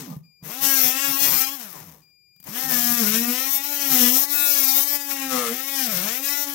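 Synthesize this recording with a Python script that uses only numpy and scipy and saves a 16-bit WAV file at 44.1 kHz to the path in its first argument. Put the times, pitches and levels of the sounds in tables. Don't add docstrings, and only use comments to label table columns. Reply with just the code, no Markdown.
import sys
import numpy as np
from scipy import signal
from scipy.fft import rfft, irfft, next_fast_len
from scipy.io import wavfile
from scipy.ndimage import uniform_filter1d, map_coordinates

SR = 44100
rng = np.random.default_rng(int(sys.argv[2]) if len(sys.argv) > 2 else 0)


def store_pcm(level_fs):
    pcm = np.round(np.clip(level_fs, -1, 1) * 32767).astype(np.int16)
    wavfile.write(sys.argv[1], SR, np.atleast_2d(pcm).T)


def boost(x):
    u = np.asarray(x, float) / 20
    return 10 ** u


N = 288414
T = np.arange(N) / SR
HZ = np.fft.rfftfreq(next_fast_len(N), 1 / SR)
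TOP_HZ = 287.2

# (frequency [Hz], level [dB])
TEETH = [(8500, -17.5), (10000, -6.5), (11500, 0), (13000, 9), (14500, 7.5), (15900, 5.5), (17000, -29)]
# (frequency [Hz], left minus right [dB])
LEAN = [(60, 2), (150, -1), (380, -2), (950, 11), (2380, 10), (5980, 26.5), (15000, 23)]
# (pulled [s], released [s], coasting time [s])
TRIGGER = [
    (-.13, -.13, .37),
    (.419, 1.545, .55),
    (2.437, 7, .55),
]


def evened(x):
    return x / np.sqrt(np.mean(x ** 2) + 1e-20)


def read(points, hz):
    f, value = np.transpose(points)
    return np.interp(np.log(hz + 1), np.log(f + 1), value)


def during(spans, size):
    inside = sum((T > a) & (T < b) for a, b in spans)
    return uniform_filter1d(inside * 1., size=size)


def bumps(s, before, after, heights, size=32):
    d = T[::size, None] - s
    bells = np.exp(-(d / np.where(d < 0, before, after)) ** 2)
    return np.repeat(heights @ bells.T, size, axis=1)[:, :N]


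def heard(pair, colour):
    # (frequency [Hz], likeness [0-1])
    likeness = [(60, 0.96), (250, 0.9), (500, 0.27), (1000, 0.3), (2500, 0.41), (6000, 0.13), (15000, .1)]
    a, b = rfft(pair, next_fast_len(N)) * boost(read(colour, HZ))
    same = np.clip(read(likeness, HZ), 0, 1)
    lean = boost(read(LEAN, HZ) / 2)
    left = a * lean
    right = (same * a + np.sqrt(1 - same ** 2) * b) / lean
    return irfft([left, right], next_fast_len(N))[:, :N]


def held(pair, window_s=0.041):
    power = uniform_filter1d(pair.mean(0) ** 2, int(window_s * SR))
    return pair / np.sqrt(abs(power) + 1e-12)


def room(pair, t60=0.3, wet_db=-3):
    t = np.arange(SR // 2) / SR
    tail = rng.standard_normal((2, len(t))) * boost(-60 * t / t60) * (t > .003)
    tail = tail / np.linalg.norm(tail[0])
    return pair + boost(wet_db) * signal.fftconvolve(pair, tail, axes=1)[:, :N]


def motor():
    spin_up_s, drag_hz = .063, 150
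    hz = np.zeros(N)
    for on, off, coast_s in TRIGGER:
        up = TOP_HZ * (1 - np.exp(-np.maximum(T - on, 0) / spin_up_s))
        down = (TOP_HZ + drag_hz) * np.exp(-np.maximum(T - off, 0) / coast_s) - drag_hz
        hz = np.maximum(hz, np.where(T < off, up, down))
    return np.maximum(hz, 20)


def pushes():
    # (deepest [s], press time [s], ease time [s], speed sag [Hz], drone gain [dB])
    leans = [(.68, 0.042, 0.41, 7.06, 8), (.874, 0.12, 0.12, 26.4, 1.5), (1.129, 0.064, 0.084, 12.1, 4.5),
             (1.412, 0.14, 0.11, 22.3, 1), (2.75, 0.063, 0.14, 18.3, 5), (3.019, 0.31, 0.035, 47, 13.5),
             (3.064, 0.032, 0.12, 62, 11.5), (3.265, 0.17, 0.15, 39, 17), (3.589, .339, 0.048, 11.16, -1.5),
             (4.054, 0.17, 0.13, 44.3, 21), (4.681, 0.11, 0.12, 20, 3.5), (5.354, 0.26, 0.066, 22.8, 11.5),
             (5.493, 0.11, 0.074, 57.5, 9), (5.593, .033, 0.14, 16.2, 0.5), (5.881, 0.11, 0.024, 33.4, 9),
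             (5.959, 0.066, .18, 110.5, 7.5), (6.54, 0.097, 0.11, 7, 5.5)]
    s, press, ease, sag_hz, drone_db = np.transpose(leans)
    return bumps(s, press, ease, np.array([sag_hz, drone_db]))


def bites():
    # (from [s], to [s], buzz gain [dB], rasp gain [dB], roughness [0-1])
    cuts = [(0.619, 0.936, 9.5, 16, 0.36), (0.906, 1.028, 10.5, 2, 0.1), (1.032, 1.207, 8.5, 8.5, 0.24),
            (1.199, 1.441, 7.5, 15, 0.31), (1.442, 1.489, 6.5, 3, 0.1), (2.566, 2.675, 3.5, 5, 0.63),
            (2.688, 2.956, 5.5, 12.5, 0.4), (2.948, 3.24, 7.5, 10.5, .32), (3.214, 3.486, 7, 7, 0.3),
            (3.495, 3.579, 1, 15, 0.15), (3.63, 3.79, 1, 6.5, 0.42), (3.798, 3.908, 5.5, 10.5, 0.33),
            (3.909, 4.116, 10, 17.5, 0.41), (4.1, 4.252, 3, 16.5, 0.18), (4.305, 4.552, -2, 15.5, 0.11),
            (4.536, 4.85, 2, 16.5, 0.03), (4.857, 4.971, 1, 11, 0.23), (5.095, 5.134, 8.5, 7, 0.84),
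            (5.151, 5.298, 5, 0, 0.42), (5.29, 5.498, 6.5, 2, 0.4), (5.517, 5.773, 2.5, 1.5, 0.28),
            (5.751, 5.879, 6.5, 8.5, 0.31), (5.896, 6.189, 5.5, 5, 0.21), (6.237, 6.448, 5, 8, 0.19)]
    idle_rough = 0.34
    inside = np.array([during([row[:2]], size=1300) for row in cuts]).T
    inside = inside / np.maximum(inside.sum(1, keepdims=True), 1)
    buzz_db, rasp_db, rough = (inside @ np.array(cuts)[:, 2:]).T
    return buzz_db, rasp_db, rough + idle_rough * (1 - inside.sum(1))


def shudders():
    # (time [s], half length [s], thud [dB], chatter [0-1], added roughness [0-1])
    jerks = [(0.009, 0.029, -43, 0.1, 0.3), (0.114, 0.043, -38, 0.4, 0.3), (0.469, 0.047, -50, 0.4, 0),
             (0.638, 0.029, -44, 0, 0.2), (0.873, 0.03, -42, 0.4, 0), (1.1, 0.038, -49.5, 0.33, 0),
             (1.323, 0.074, -40, 0.87, 0.06), (1.84, 0.13, -49.5, 0, 0), (2.483, .018, -44.5, 0.25, 0),
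             (2.7, 0.053, -43.5, 0.6, 0.1), (2.825, 0.061, -50, 0.4, 0.05), (2.958, 0.054, -46, 0.2, 0.04),
             (3.13, 0.061, -43, .25, 0.06), (3.77, 0.062, -76, 0, 0.08), (3.922, .03, -42, 0.66, 0),
             (4.049, 0.079, -45, 0.07, 0.02), (4.565, 0.015, -78, 0, .55), (4.674, 0.033, -63, 0.16, 0.3),
             (5.19, 0.051, -74, 0.2, 0.08), (5.331, .05, -48, 0.7, 0.08), (5.483, 0.1, -54.5, 1, 0.1),
             (6.02, 0.079, -45, .1, 0), (6.482, 0.032, -74, .05, .4)]
    s, half, thud_db, chatter, rougher = np.transpose(jerks)
    return bumps(s, half, half, np.array([boost(thud_db), chatter, rougher]))


def flutter(slow_s=.03):
    wobble = rng.standard_normal((N // 100 + 2, 7))
    for _ in range(2):
        wobble = uniform_filter1d(wobble, int(slow_s * SR / 100), axis=0)
    wobble = evened(wobble[:, :6] + 0.57 * wobble[:, 6:])
    return np.repeat(wobble, 100, axis=0)[:N].T


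def controls():
    idle_db = [-44.5, -76.5, -48, -46.5, -44, -38.5]
    buzz_share = [0, 0.47, 0.37, 0.92, 0.45, 0.036]
    rasp_share = [0, 0, 0, 0, 0.59, 0.85]
    flutter_db = [2.4, 3, 2.27, 1.92, 1.48, 1.17]
    speed_law_db, powered_db = 29, 3
    stall_hz, stall_db = 55.6, -6
    wall_cutoff_hz, wall_slope_db = 140, 20
    free = motor()
    sag, drone_db = pushes()
    sag = sag * free / TOP_HZ
    buzz_db, rasp_db, rough = bites()
    thud, chatter, rougher = shudders()
    buzz_db = buzz_db + 8 * rougher
    rough = rough + rougher
    run_db = speed_law_db * np.log10(free / TOP_HZ)
    run_db = run_db + stall_db * np.clip((stall_hz - free) / 35, 0, 1)
    run_db = run_db + powered_db * during(np.array(TRIGGER)[:, :2], size=2000)
    db = np.c_[idle_db] + np.c_[buzz_share] * buzz_db + np.c_[rasp_share] * rasp_db + run_db
    db[0] += drone_db - powered_db - 0.34 * run_db
    db[0] += wall_slope_db * np.log10(np.minimum(free / wall_cutoff_hz, 1))
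    db[1] = 20 * np.log10(boost(db[1]) + thud)
    db[2] += 0.0173 * (TOP_HZ - free + sag) + 0.25 * (drone_db - 7)
    db[2] = 20 * np.log10(boost(db[2]) + boost(db[1] - 9.5))
    db = db + np.c_[flutter_db] * flutter()
    return free - sag, db, np.clip(rough, 0, 1), np.clip(chatter, 0, 1)


def repeating(turns, chatter, drift_s=0.12, quicker=47.0, uneven=0.55, hop=441, size=2048, count=128):
    overtones = [-2.4, 3, -1.53, -1.7, -2.15]
    frames = N // hop + 2
    life_s = drift_s / (1 + np.arange(count) / quicker)
    slow = np.exp(-(np.arange(-60, 61)[:, None] * hop / SR / life_s) ** 2)
    slow = slow / np.linalg.norm(slow, axis=0)
    z = signal.fftconvolve(rng.standard_normal((2, 2, frames, count)), slow[None, None], "same", axes=2)
    z = z[0] + 1j * z[1]
    z = z / (abs(z) + 1.0) ** (1 - uneven)
    z[..., 1::2] *= (chatter ** 1.26)[np.minimum(np.arange(frames) * hop, N - 1), None]
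    z[..., [0, 2]] = 0
    z[..., 4:14:2] *= boost(np.array(overtones))
    shapes = irfft(z, size)
    place = [np.arange(N) / hop, turns / 2 % 1 * (size - 1)]
    return held(np.array([map_coordinates(s, place, order=1) for s in shapes]))


def scraping(turns, chatter, scatter_db=1.5, depth=0.34, alternate=0.4):
    bite = boost(scatter_db * rng.standard_normal(8000))[(2 * turns).astype(int)]
    bite = uniform_filter1d(bite, size=20)
    swell = 1 + depth * np.cos(4 * np.pi * turns + np.pi)
    swell = swell + alternate * chatter * np.cos(np.pi * turns)
    return evened(bite * swell * rng.standard_normal((2, N)))


def drone(turns, level_db):
    wave = np.sin(2 * np.pi * turns + [[.25], [-.25]])
    return np.sqrt(2) * boost(level_db) * wave * boost([[.7], [-.7]])


def singing(clean, width=0.062):
    # (from [s], to [s], note [Hz], level [dB])
    boards = [
        (5.31, 5.5, 1270, -35.5),
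        (5.31, 5.53, 480, -34),
        (2.68, 2.78, 1720, -41),
        (3.99, 4.11, 3150, -37),
        (0, .13, 260, -45),
        (.65, .78, 1640, -37),
        (4.33, 4.54, 2590, -40),
        (4.33, 4.54, 1435, -42),
    ]
    out = np.zeros((2, N))
    for start, end, hz, db in boards:
        note = [(hz * (1 - 3 * width), -40), (hz * (1 - width), -3),
                (hz * (1 + width), -3), (hz * (1 + 3 * width), -40)]
        out += boost(db) * held(heard(clean, note)) * during([(start, end)], size=1500)
    return out


def rumble(housing_db):
    # (frequency [Hz], level [dB])
    shake_colour = [(20, -11), (40, -20), (70, 2), (105, 8.5), (140, -36)]
    shake = held(heard(rng.standard_normal((2, N)), shake_colour), window_s=.3)
    return boost(-72 + 0.18 * (housing_db + 45)) * shake


def saw():
    # (frequency [Hz], level [dB])
    cavity = [(70, -18.5), (110, -12.5), (160, 11.5), (200, -3), (260, -43.5)]
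    # (frequency [Hz], level [dB])
    panel = [(160, -26.5), (215, 0), (270, 8.5), (380, -0.5), (480, 1.5), (800, -4.5), (1250, -4.5),
             (1600, -68.5)]
    # (frequency [Hz], level [dB])
    housing = [(1000, -80), (1300, -0.5), (1900, 3), (2600, -0.5), (3700, -10), (4500, -24)]
    # (frequency [Hz], level [dB])
    blade = [(3000, -10.5), (3700, -3.5), (4600, -3.5), (5600, 1.5), (8400, -7.5), (10500, -8),
             (12500, -14)]
    roughness = [
        (.2, .6, 0),
        (0, .4, .45),
        (0, .85, .95),
        (.14, 1.35, 1.4),
        (.58, 1.1, 1.1),
    ]
    # (from [s], to [s])
    rests = [
        (.27, 0.41),
        (2.12, 2.425),
    ]
    free_hz = 288
    hz, (drone_db, *levels), rough, chatter = controls()
    unsteady = rng.standard_normal(N)
    for _ in range(2):
        unsteady = uniform_filter1d(unsteady, size=900)
    turns = np.cumsum(hz * (1 + 0.0205 * unsteady)) / SR
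    clean = room(repeating(turns, chatter))
    scraped = scraping(turns, chatter)
    parts = []
    for colour, db, (own, factor, extra) in zip((cavity, panel, housing, blade, TEETH), levels, roughness):
        share = np.clip(own + factor * rough + extra * (1 - hz / free_hz), 0, 1)
        mixed = np.sqrt(1 - share ** 2) * clean + share * scraped
        parts.append(boost(db) * held(heard(mixed, colour)))
    out = drone(turns, drone_db) + singing(clean) + sum(parts) + rumble(levels[2])
    moving = 1 - during(rests, size=1500)
    wall = (parts[0] + parts[1]) * moving
    ringing = room(wall, t60=0.39, wet_db=-14) - wall
    return out * moving + ringing


def room_hush():
    # (frequency [Hz], level [dB])
    hush_colour = [(18, -36.5), (30, -7), (180, 2.5), (226, -22.5), (362, -5.5), (423, -12), (900, -26),
                   (1170, -59), (1980, -120)]
    return boost(-76) * held(heard(rng.standard_normal((2, N)), hush_colour), window_s=.4)


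def knocks(ring_t60=0.092, tick_t60=0.02, creep_db=-15, creep_t60=0.15):
    # (time [s], low ring [dB], ring pitch [Hz], tick of the teeth [dB])
    blows = [
        (0.165, -25.5, 159, -47),
        (0.426, -32, 167, -56),
        (2.361, -61, 163, -53),
        (2.4, -51, 172.4, -43),
        (2.427, -57, 241.5, -42),
        (2.44, -57, 158, -38),
    ]
    ring, tick = np.zeros(N), np.zeros(N)
    t = np.arange(6000) / SR
    for s, db, hz, tick_db in blows:
        start = round(s * SR)
        ring[start:][:len(t)] += boost(db - 60 * t / ring_t60) * np.sin(2 * np.pi * hz * t) * np.minimum(t / 0.0023, 1)
        fade = boost(-60 * t / tick_t60) + boost(creep_db - 60 * t / creep_t60)
        tick[start:][:len(t)] += boost(tick_db) * fade * np.minimum(t / .002, 1)
    tick_colour = [(1000, 0.0), (6000, -6)] + TEETH[1:]
    bright = held(heard(rng.standard_normal((2, N)), tick_colour))
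    return room(np.array([ring, ring]), t60=0.3, wet_db=-5) + tick * bright


def controller():
    # (frequency [Hz], level [dB rms])
    whine = [(2401, -68), (4807, -63.5), (7208, -78.5), (9615, -85), (12016, -76.5), (14422, -82)]
    # (on [s], off [s])
    whine_on = [
        (0.236, .44),
        (2.02, 2.52),
    ]
    settle, settle_s = .015, 0.013
    out = np.zeros((2, N))
    late = sum(settle * settle_s * np.exp(-np.maximum(T - on, 0) / settle_s) for on, _ in whine_on)
    for hz, db in whine:
        lean = boost(read(LEAN, hz) * np.array([[.5], [-.5]]))
        out += np.sqrt(2) * boost(db) * np.sin(2 * np.pi * hz * (T - late)) * lean / lean.mean()
    return out * during(whine_on, size=700)


def scene():
    return saw() + room_hush() + knocks() + controller()


def thinned(x, under_db=-13, top_hz=5500):
    hz, _, z = signal.stft(x, SR, nperseg=2048)
    power = uniform_filter1d(abs(z) ** 2, size=3, axis=1)
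    nearby = uniform_filter1d(abs(z) ** 2, size=16, axis=1)
    masked = nearby * boost(2 * under_db) * (hz < top_hz)[:, None]
    return signal.istft(z * power / (power + masked + 1e-30), SR, nperseg=2048)[1][:, :N]


def roll_off(x):
    return signal.sosfilt(signal.butter(12, 16860, fs=SR, output="sos"), x)


def record(dry):
    soft = 1.1 * np.tanh(dry / 1.1)
    edge = signal.firwin(801, 15850, window=("kaiser", 9), fs=SR)
    mix = signal.oaconvolve(thinned(soft), edge[None], "same", axes=1)
    return roll_off(mix)


dry = scene()
out = record(dry)
store_pcm(out)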